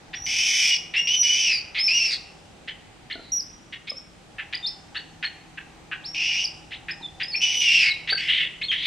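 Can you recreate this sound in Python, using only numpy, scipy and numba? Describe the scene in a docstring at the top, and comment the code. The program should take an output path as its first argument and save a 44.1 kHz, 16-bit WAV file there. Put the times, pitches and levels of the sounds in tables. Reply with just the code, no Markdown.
"""Young monkey in a pen

Outdoors, a few metres from a wood and wire pen. The monkey's slack vocal folds clap out short throaty
barks, then tighten and flip up into a thin whistle; in the long screams the whistle breaks to half its
pitch and turns to rasp. The pen walls echo the calls and a few wooden knocks. Behind them are a murmur
of air, a distant motor and insects, with wind on the microphone."""
import sys
import numpy as np
from scipy import signal
from scipy.io import wavfile
from scipy.ndimage import uniform_filter1d
from numba import njit

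SR = 44100
rng = np.random.default_rng(int(sys.argv[2]) if len(sys.argv) > 2 else 0)


def log_audio(samples):
    """Write samples as a 16-bit WAV file to the path given in sys.argv[1]."""
    # one column per channel
    frames = np.atleast_2d(samples).T
    # limit to full scale, then quantise
    limited = np.clip(frames, -1, 1)
    pcm = np.round(limited * 32767).astype(np.int16)
    wavfile.write(sys.argv[1], SR, pcm)


N = 390726
T = np.arange(N) / SR


def undb(db):
    return 10 ** (np.asarray(db) / 20)


def unit(x):
    return x / np.sqrt(np.mean(x ** 2))


def decay(t, t60):
    return np.exp(-np.log(1000) * t / t60)


def curves(rows):
    """Columns of a timed table as curves over the whole scene."""
    times, *columns = np.transpose(rows)
    return [np.interp(T, times, column) for column in columns]


@njit
def bandpass(x, hz, width_hz):
    """State-variable band-pass with a moving centre, gain 1 at the centre."""
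    y, band_state, low_state = np.empty(len(x)), 0., 0.
    for i in range(len(x)):
        g, damping = np.tan(np.pi * hz[i] / SR), width_hz / hz[i]
        v = (band_state + g * (x[i] - low_state)) / (1 + g * (g + damping))
        band_state, low_state = 2 * v - band_state, low_state + 2 * g * v
        y[i] = damping * v
    return y


def band(x, hz, width_hz):
    """A steep resonance: the band-pass twice."""
    hz, width_hz = hz + np.zeros(len(x)), float(width_hz)
    return bandpass(bandpass(x, hz, width_hz), hz, width_hz)


def noise_band(hz, width_hz, size=N):
    return band(rng.standard_normal(size), hz, width_hz)


@njit
def uneven_cycles(hz, period_scale):
    """Phase in turns; every cycle has its own length."""
    turns, position = np.empty(len(hz)), 0.
    for i in range(len(hz)):
        position += hz[i] / period_scale[int(position)] / SR
        turns[i] = position
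    return turns


def wander(rate, size=N):
    """Random levels held 1 / rate s and smoothed twice; spread near 1."""
    hold = int(SR / rate)
    steps = np.repeat(rng.standard_normal(size // hold + 1), hold)
    return 1.31 * uniform_filter1d(uniform_filter1d(steps, hold), hold)[:size]


def call_span(start, end, fade_s):
    """Sample range, time since the start and edge fade of one call."""
    span = slice(int(start * SR), min(int(end * SR), N))
    t = T[span] - start
    return span, t, np.clip(np.minimum(t, end - start - t) / fade_s, 0, 1)


# Colour of the open air. Each row: frequency in Hz, relative level per Hz in dB.
AIR_SPECTRUM = [(15, -34), (25, -9.5), (158, -3.5), (621, -11.5), (749, -20.5), (1000, -14), (2430, -18),
                (8100, -27.5), (11500, -40), (15000, -58)]
# Its slow swell. Each row: time in seconds, level around 600 Hz in dB.
AIR_SWELL = [(0, -58), (3.3, -58), (4.0, -60), (4.4, -58.5), (8.86, -57.5)]


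def air():
    """Distant air all round: third-octave noise bands flicker separately, the bass near the centre."""
    out = np.zeros((2, N))
    spectrum_hz, spectrum_db = np.transpose(AIR_SPECTRUM)
    for hz in 30 * 2 ** np.arange(0, 9.1, 1 / 3):
        mid, side = (noise_band(hz, hz / 2.92) for _ in range(2))
        db = np.interp(np.log(hz), np.log(spectrum_hz), spectrum_db) + 1.34 * wander(3.14)
        spread = min(hz / 320, .8) * np.array([[1], [-1]])
        out += undb(db) * (mid + spread * side)
    midrange_rms = np.std(band(out.mean(axis=0), 632, 965))
    return out / midrange_rms * undb(curves(AIR_SWELL)[0])


# The motor's hum and its drone. Each row of both: time in seconds, level in dB.
HUM_LEVELS = [(0, -62), (1, -56), (2.5, -64.5), (5.6, -56.5), (8.86, -55)]
DRONE_LEVELS = [(0, -57), (3.2, -60), (3.5, -65.5), (4.2, -63.5), (4.4, -57), (8.0, -56), (8.3, -65)]


def motor(hum_hz=163, drone_hz=785):
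    """A motor far from the microphone: a wavering tone, its octave and a breathy drone."""
    phase = 2 * np.pi * np.cumsum(hum_hz * (1 + 0.0202 * wander(7.3))) / SR
    hum = np.sin(phase) + undb(-4.5) * np.sin(2 * phase)
    drone = undb(curves(DRONE_LEVELS)[0] + wander(1.835)) * unit(noise_band(drone_hz, 174))
    return undb(curves(HUM_LEVELS)[0] + 2.86 * wander(25)) * hum + drone


# The insect chorus. Each row: centre in Hz, width in Hz, level in dB.
INSECT_BANDS = [(6700, 220, -73.5), (8300, 1400, -74)]


def insects():
    """Insects on both sides of the microphone: narrow, gently wavering bands of treble hiss."""
    out = np.zeros((2, N))
    for hz, width_hz, db in INSECT_BANDS:
        level = undb(db + 2 * wander(6.7))
        out += level * np.array([unit(noise_band(hz, width_hz)) for _ in range(2)])
    return out


# Gusts at the microphone. Each row: time in seconds, level in dB.
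GUSTS = [(0, -64), (.25, -47.5), (.6, -62.5), (5.3, -59), (5.6, -58), (6.2, -59), (6.85, -57), (7.1, -58)]


def wind():
    """Wind right on the microphone: a low rumble."""
    return undb(curves(GUSTS)[0]) * unit(noise_band(50, 100))


# Barks from the pen. Each row: start in seconds, rough peak level in dB, low and middle throat
# resonances in Hz, top resonance relative to those two in dB, length in seconds.
THROAT_BARKS = [(0.132, -18.5, 1890, 2640, -5.5, 0.021), (0.938, -12, 2130, 2740, -9.5, 0.029),
                (1.747, -13, 2180, 2510, -4.5, 0.056), (2.676, -19.5, 1950, 2800, -6, 0.023),
                (3.1, -19, 2020, 2980, -9.5, 0.027), (3.7248, -21.5, 2030, 2910, -9, 0.024),
                (3.872, -22, 2416, 2452, -1, 0.023), (4.383, -18, 1830, 2710, -16, 0.029),
                (4.5266, -16, 1920, 2520, -3.5, 0.025), (4.9468, -18.5, 1690, 2780, -7.5, 0.034),
                (5.227, -13, 1800, 2640, -8, 0.025), (5.5743, -21.5, 1750, 2690, -18, 0.019),
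                (5.9142, -16, 1620, 2660, -18, 0.03), (6.709, -25.5, 2080, 2670, -3, 0.043),
                (6.883, -17, 1796, 2560, -13, 0.03), (7.1993, -14, 1970, 2690, -6.5, 0.029),
                (8.0744, -13, 2010, 2680, -5, 0.038), (8.614, -16, 2140, 2717, -9.5, 0.015)]


def barks(clap_hz=430, clap_rise_hz=680, crest_db=13.5):
    """A few metres off, slack folds clap unevenly, faster and faster, into three throat resonances."""
    out = np.zeros(N)
    for start, peak_db, low_hz, mid_hz, top_db, length in THROAT_BARKS:
        progress = np.arange(int((length + 0.0025) * SR)) / (length * SR)
        jitter, shimmer = rng.standard_normal((60, 2)).T
        turns = uneven_cycles(clap_hz + clap_rise_hz * progress, np.exp(.12 * jitter))
        claps = np.diff(np.floor(turns), prepend=-1) * undb(2.4 * shimmer)[turns.astype(int)]
        breath = 0.039 * rng.standard_normal(len(progress))
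        arch = (progress < 1) * (0.86 + 0.66 * np.sin(3.28 * progress))
        soft = band(band((claps + breath) * arch, 1500, 7300), 1500, 7300)  # flesh has no sharp edge
        throat = unit(band(soft, low_hz, 570) - band(soft, mid_hz, 530))
        throat += undb(top_db) * unit(band(soft, 3480, 1500))
        first = int(start * SR)
        out[first:first + len(throat)] += undb(peak_db - crest_db) * unit(throat)
    return out


# Clean whistles from the pen. Each row: start and length in seconds, entry, held and exit pitch in Hz,
# on-pitch level at the start and at the end in dB.
THIN_WHISTLES = [ (0.141, .075, 4300, 5720, 5700, -39.5, -44), (0.22, 0.04, 5690, 5650, 6050, -45.5, -28),
                 (0.742, 0.024, 5820, 5800, 4970, -44, -20.5),
                 (1.011, 0.055, 5450, 5500, 5650, -37.5, -29.5),
                 (1.156, 0.07, 5980, 5834, 5797, -30.5, -17), (1.781, 0.0997, 4000, 5060, 5380, -27.5, -21),
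                 (2.693, 0.012, 2740, 3100, 3120, -23, -41), (3.115, 0.018, 2960, 4220, 4340, -32, -33.5),
                 (3.319, 0.091, 5660, 5750, 4790, -24.5, -25.5), (3.895, 0.014, 4870, 5150, 5230, -37, -23),
                 (3.967, 0.02, 5440, 5500, 5090, -41, -30), (4.535, 0.022, 3390, 4930, 4890, -38, -26),
                 (4.626, 0.031, 3680, 3618, 3560, -44, -23.5), (4.659, 0.037, 3820, 5340, 4970, -22, -34.5),
                 (4.963, 0.02, 3550, 4480, 4300, -32, -39.5), (5.25, .015, 4240, 4270, 4314, -24.5, -27.5),
                 (6.025, 0.13, 2105, 5420, 5570, -37, -40.5), (6.44, 0.021, 5880, 5800, 4490, -25, -20.5),
                 (6.717, 0.033, 1454, 4220, 4215, -11.5, -37.5),
                 (6.903, .022, 4170, 5100, 5170, -36.5, -34),
                 (7.017, 0.049, 4280, 3540, 3540, -39.5, -30.5), (7.231, 0.02, 4550, 5060, 4960, -22, -41),
                 (7.281, 0.043, 5200, 5115, 4430, -38.5, -31), (7.318, 0.032, 4440, 4450, 4300, -35, -28),
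                 (7.355, .055, 4770, 5270, 5680, -25, -36), (7.558, .05, 6050, 5900, 6000, -33, -47),
                 (7.901, .022, 4170, 3980, 3780, -32, -22.5), (8.088, 0.056, 2825, 4570, 4460, -26, -22),
                 (8.127, 0.012, 1700, 1560, 1530, -25, -24.5), (8.153, 0.033, 4440, 4380, 4590, -35, -27),
                 (8.612, 0.042, 1904, 4200, 4300, -21.5, -33),
                 (8.683, 0.03, 3670, 3200, 3170, -27.5, -23.5)]
RISE_HZ_PER_S, FALL_HZ_PER_S, DROP_HZ_PER_S = 85000, 40000, 65000  # folds tighten, slacken, let go
OFF_PITCH_DB_PER_OCTAVE = -16.5  # weaker while gliding to or from the held pitch


def whistles():
    """Taut folds swing as a near sine with a faint octave; they glide in, hold, then creep up or drop."""
    out = np.zeros(N)
    for start, length, entry_hz, held_hz, exit_hz, start_db, end_db in THIN_WHISTLES:
        span, t, fade = call_span(start, start + length, fade_s=0.0018)
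        glide = np.clip(held_hz, entry_hz - FALL_HZ_PER_S * t, entry_hz + RISE_HZ_PER_S * t)
        glide -= np.maximum(held_hz - exit_hz - DROP_HZ_PER_S * (length - t), 0)
        creep = max(exit_hz - held_hz, 0) * t / length
        hz = uniform_filter1d(glide + creep, SR // 120, mode="nearest")  # folds cannot turn a corner
        phase = 2 * np.pi * np.cumsum(hz * (1 + 0.0059 * wander(268, len(t)))) / SR
        tone = np.sqrt(2) * (np.sin(phase) + undb(-33.5) * np.sin(2 * phase))
        db = start_db + (end_db - start_db) * t / length
        db += OFF_PITCH_DB_PER_OCTAVE * np.abs(np.log2(glide / held_hz))
        out[span] += tone * undb(db + 2.8 * wander(140, len(t))) * fade
    return out


def rasp(hz, throat_hz, throat_db, mouth_hz=2840):
    """Folds stumble in cycle length and size; their puffs ring in low, upper, treble and top bands."""
    n = len(hz)
    jitter, shimmer = rng.standard_normal((n // 4 + 9, 2)).T
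    turns = uneven_cycles(hz, np.exp(.42 * jitter))
    strength = undb(1.9 * shimmer)[turns.astype(int)] * undb(1.2 * wander(202, n))
    puffs = strength * np.exp(4 * np.cos(2 * np.pi * turns))
    throat = band(puffs, throat_hz * (1 + 0.035 * wander(26.2, n)), 530)  # the throat keeps shifting
    low = undb(throat_db) * unit(throat) + unit(band(band(puffs, hz, 1770), 1.005 * hz, 1660))
    mouth = mouth_hz + 0.68 * (hz - mouth_hz)  # the mouth follows the pitch only in part
    upper = undb(-5.5) * unit(band(band(puffs, 1.713 * mouth, 910), 1.64 * mouth, 910))
    upper += unit(band(band(puffs, 1.806 * mouth, 1080), 2.041 * mouth, 1100))
    treble = unit(band(puffs, 2.91 * hz, 4200))
    treble += undb(-11.5) * unit(band(band(puffs, 3.6 * hz, 3500), 4.1 * hz, 3500))
    top = band(band(puffs, 13500, 3000), 14000, 3000)
    return unit(low), unit(upper), treble, unit(top)


# Screams from the pen, one list each. 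Each row: time in seconds, half pitch in Hz, low band level in dB.
SCREAM_CONTOURS = [
    [(.263, 2950, -30.5), (.4, 2984, -26), (.55, 3060, -24.5), (.63, 2968, -22), (.7, 2862, -24),
     (.745, 2900, -21.5), (.775, 2470, -42)],
    [(.965, 2505, -22), (.985, 2818, -17.5), (1.015, 2770, -26), (1.072, 2763, -20), (1.1, 2927, -25.5),
     (1.16, 2934, -23.5), (1.23, 2920, -24), (1.4, 2999, -24.5), (1.47, 2853, -24), (1.53, 2455, -25),
     (1.59, 2328, -42)],
    [(1.88, 2498, -22.5), (1.97, 2896, -24.5), (2.0, 2725, -24.5), (2.04, 2746, -23.5), (2.08, 2656, -26),
     (2.11, 2240, -33), (2.15, 2008, -41.5)],
    [(6.145, 2800, -29.5), (6.2, 2810, -26.5), (6.35, 2837, -26), (6.44, 2966, -29)],
    [(7.343, 2215, -36), (7.355, 2526, -19.5), (7.37, 2440, -53), (7.405, 2360, -38), (7.412, 2924, -22),
     (7.555, 2988, -25), (7.595, 2970, -29), (7.61, 3004, -20.5), (7.7, 2788, -19.5), (7.78, 2730, -18),
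     (7.82, 2542, -16.5), (7.9, 2162, -22.5)],
    [(8.175, 2617, -29), (8.275, 2570, -31.5), (8.285, 2807, -19.5), (8.36, 3094, -24), (8.42, 2707, -22),
     (8.462, 2810, -28)],
    [(8.716, 2656, -21.5), (8.76, 3100, -30.5), (8.81, 3323, -31), (8.86, 3420, -24)],
]
# Their steady stretches. Each row: start and end in seconds, upper band over the low one at the start
# and at the end in dB, throat resonance in Hz, its gain in dB, treble gain at full effort in dB.
SCREAM_STRETCHES = [ (0.262, 0.71, 0, 0.5, 2480, 5, -18.5), (.705, 0.773, -8, 6, 2400, -1, -24),
                    (0.961, 1.01, -12, -15, 2184, 2, -10.5), (1.072, 1.162, -3.5, -3.5, 2530, -5, -23),
                    (1.229, 1.53, 0.5, 0, 2496, 4, -23), (1.53, 1.593, 3.5, 13.5, 2100, -13, -24),
                    (1.88, 2.105, -2, 3.5, 2570, 6, -23.5), (2.107, 2.149, 8, 17, 1900, -24, -16),
                    (6.146, 6.443, -7.5, -3.5, 2680, 10, -25), (7.341, 7.411, -25, -16, 1940, -22, -34),
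                    (7.414, 7.558, -4, -5, 2720, 6, -21.5), (7.551, 7.608, -1, -1.5, 2320, -16, -16),
                    (7.606, 7.901, -8.5, -6, 2600, 2.5, -17.5), (8.174, 8.281, -16, -16, 2190, -0.5, -10),
                    (8.283, 8.455, -32, -31.5, 2130, -3.5, -6), (8.714, 8.866, -29, -32, 2040, -6, -8)]
# One value a stretch: the share that is rasp rather than clean tone, from 0 to 1.
RASP_SHARES = [.85, .45, .08, .22, .44, .12, .22, .7, .76, .15, .38, .12, .48, .97, .9, .92]


def screams():
    """Every second swing of the folds is weak, so a tone sounds at half pitch, mixed with rasp."""
    out = np.zeros(N)
    pitch_hz, level_db = curves(np.concatenate(SCREAM_CONTOURS))
    for stretch, rasp_share in zip(SCREAM_STRETCHES, RASP_SHARES):
        start, end, start_db, end_db, throat_hz, throat_db, treble_db = stretch
        span, t, fade = call_span(start, end, fade_s=0.00083)
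        hz = uniform_filter1d(pitch_hz[span], SR // 60, mode="nearest")
        waver = 1 + 0.00815 * wander(150.1, len(t)) + 0.01211 * wander(40, len(t))
        phase = 2 * np.pi * np.cumsum(hz * waver) / SR
        low_db = level_db[span]
        upper_db = start_db + (end_db - start_db) * t / (end - start)
        low_rasp, upper_rasp, treble, top = rasp(hz, throat_hz, throat_db)
        # the treble swells faster than the voice
        effort_db = 0.21 * (low_db + upper_db - np.max(low_db + upper_db))
        upper_rasp += undb(treble_db + effort_db) * treble + undb(-43 + 3.5 * effort_db) * top
        tone_share = 1 - rasp_share
        tone_gain = np.sqrt(2 * tone_share) * undb(2.45 * wander(93.5, len(t)))
        low = tone_gain * np.sin(phase) + np.sqrt(rasp_share) * low_rasp
        overtones = undb(-28.5) * np.sin(3 * phase) + undb(-29) * np.sin(4 * phase)
        # the upper tone wavers twice as far, so rasp buries it first
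        upper_tone = tone_share * (np.sin(2 * phase) + tone_share ** 2 * overtones)
        upper = tone_gain * upper_tone + np.sqrt(rasp_share) * upper_rasp
        out[span] += undb(low_db) * (low + undb(upper_db) * upper) * fade
    return out


# A faint hiss from the pen. Each row: time in seconds, level in dB.
HISS_LEVELS = [(3.14, -60), (3.21, -51), (3.31, -51), (3.34, -65)]


def hiss():
    """One brief, hoarse band of noise that barely reaches the microphone."""
    sounding = (T > HISS_LEVELS[0][0]) * (T < HISS_LEVELS[-1][0])
    return undb(curves(HISS_LEVELS)[0]) * sounding * unit(noise_band(4110, 450))


# Knocks in the pen. Each row: start in seconds, strength of the blow in dB.
WOOD_KNOCKS = [(3.155, -42), (3.193, -46.5), (3.917, -45), (7.01, -47.5), (8.123, -36)]
# Modes of the wood. Each row: typical frequency in Hz, gain in dB, seconds to fall by 60 dB.
WOOD_MODES = [(352, 3, 0.056), (489, 11, 0.025), (712, 8.5, 0.038), (1110, 6, 0.064)]


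def knocks():
    """A hand or foot strikes wood a few metres off; each blow rings at slightly different pitches."""
    out, t = np.zeros(N), T[:SR // 8]
    push = 1 - np.exp(-t / 0.0012)
    for start, db in WOOD_KNOCKS:
        first = int(start * SR)
        for mode_hz, mode_db, t60 in WOOD_MODES:
            hz = mode_hz * (1 + 0.19 * rng.standard_normal())
            ring = np.sin(2 * np.pi * hz * t) * decay(t, t60)
            out[first:first + len(t)] += undb(db + mode_db) * push * ring
    return out


# The slap off the pen wall. Each row: delay in seconds, level against the direct sound in dB.
WALL_SLAPS = [(.024, -8.5)]


def pen(direct, mid_db=-8.5, side_db=-18.5):
    """The pen from outside: a blurred wall slap and a diffuse tail, different on the left and right."""
    t = T[:int(.9 * SR)]
    tails = []
    for db in (mid_db, side_db):
        white = rng.standard_normal(len(t))
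        dull = band(band(white, 2300, 4200), 2300, 4200)
        early = dull * decay(t, t60=0.5) + (white - dull) * decay(t, t60=0.36)  # treble dies sooner
        late = undb(-19.5) * white * decay(t, t60=1.1)
        tail = (early + late) * np.clip(t / 0.006, 0, 1)
        tails.append(undb(db) * tail / np.linalg.norm(tail))
    for delay, db in WALL_SLAPS:
        for tail, share_db in zip(tails, (0, -8)):
            slap = rng.standard_normal(len(t)) * np.exp(-((t - delay) / 0.0036) ** 2)
            tail += undb(db + share_db) * slap / np.linalg.norm(slap)
    mid, side = tails
    mid[0] = 1  # the straight path to the microphone
    # above 8 kHz the voice reaches the two sides unalike
    side += undb(-26) * band(noise_band(11000, 6000, len(t)), 11000, 6000) * np.exp(-t / .01)
    return np.array([signal.fftconvolve(direct, mid + sign * side)[:N] for sign in (1, -1)])


def scene():
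    """The pen a few metres off, the open air beyond it and wind on the microphone."""
    hoarse_hiss, rumble = hiss(), wind()
    inside_pen = whistles() + screams() + barks() + knocks() + hoarse_hiss
    return pen(inside_pen) + air() + motor() + insects() + rumble


def record(dry, top_hz=15500):
    """The camera's microphone channel cuts the top steeply."""
    return signal.sosfilt(signal.ellip(8, .2, 70, top_hz, fs=SR, output="sos"), dry)


dry = scene()
out = record(dry)
log_audio(out)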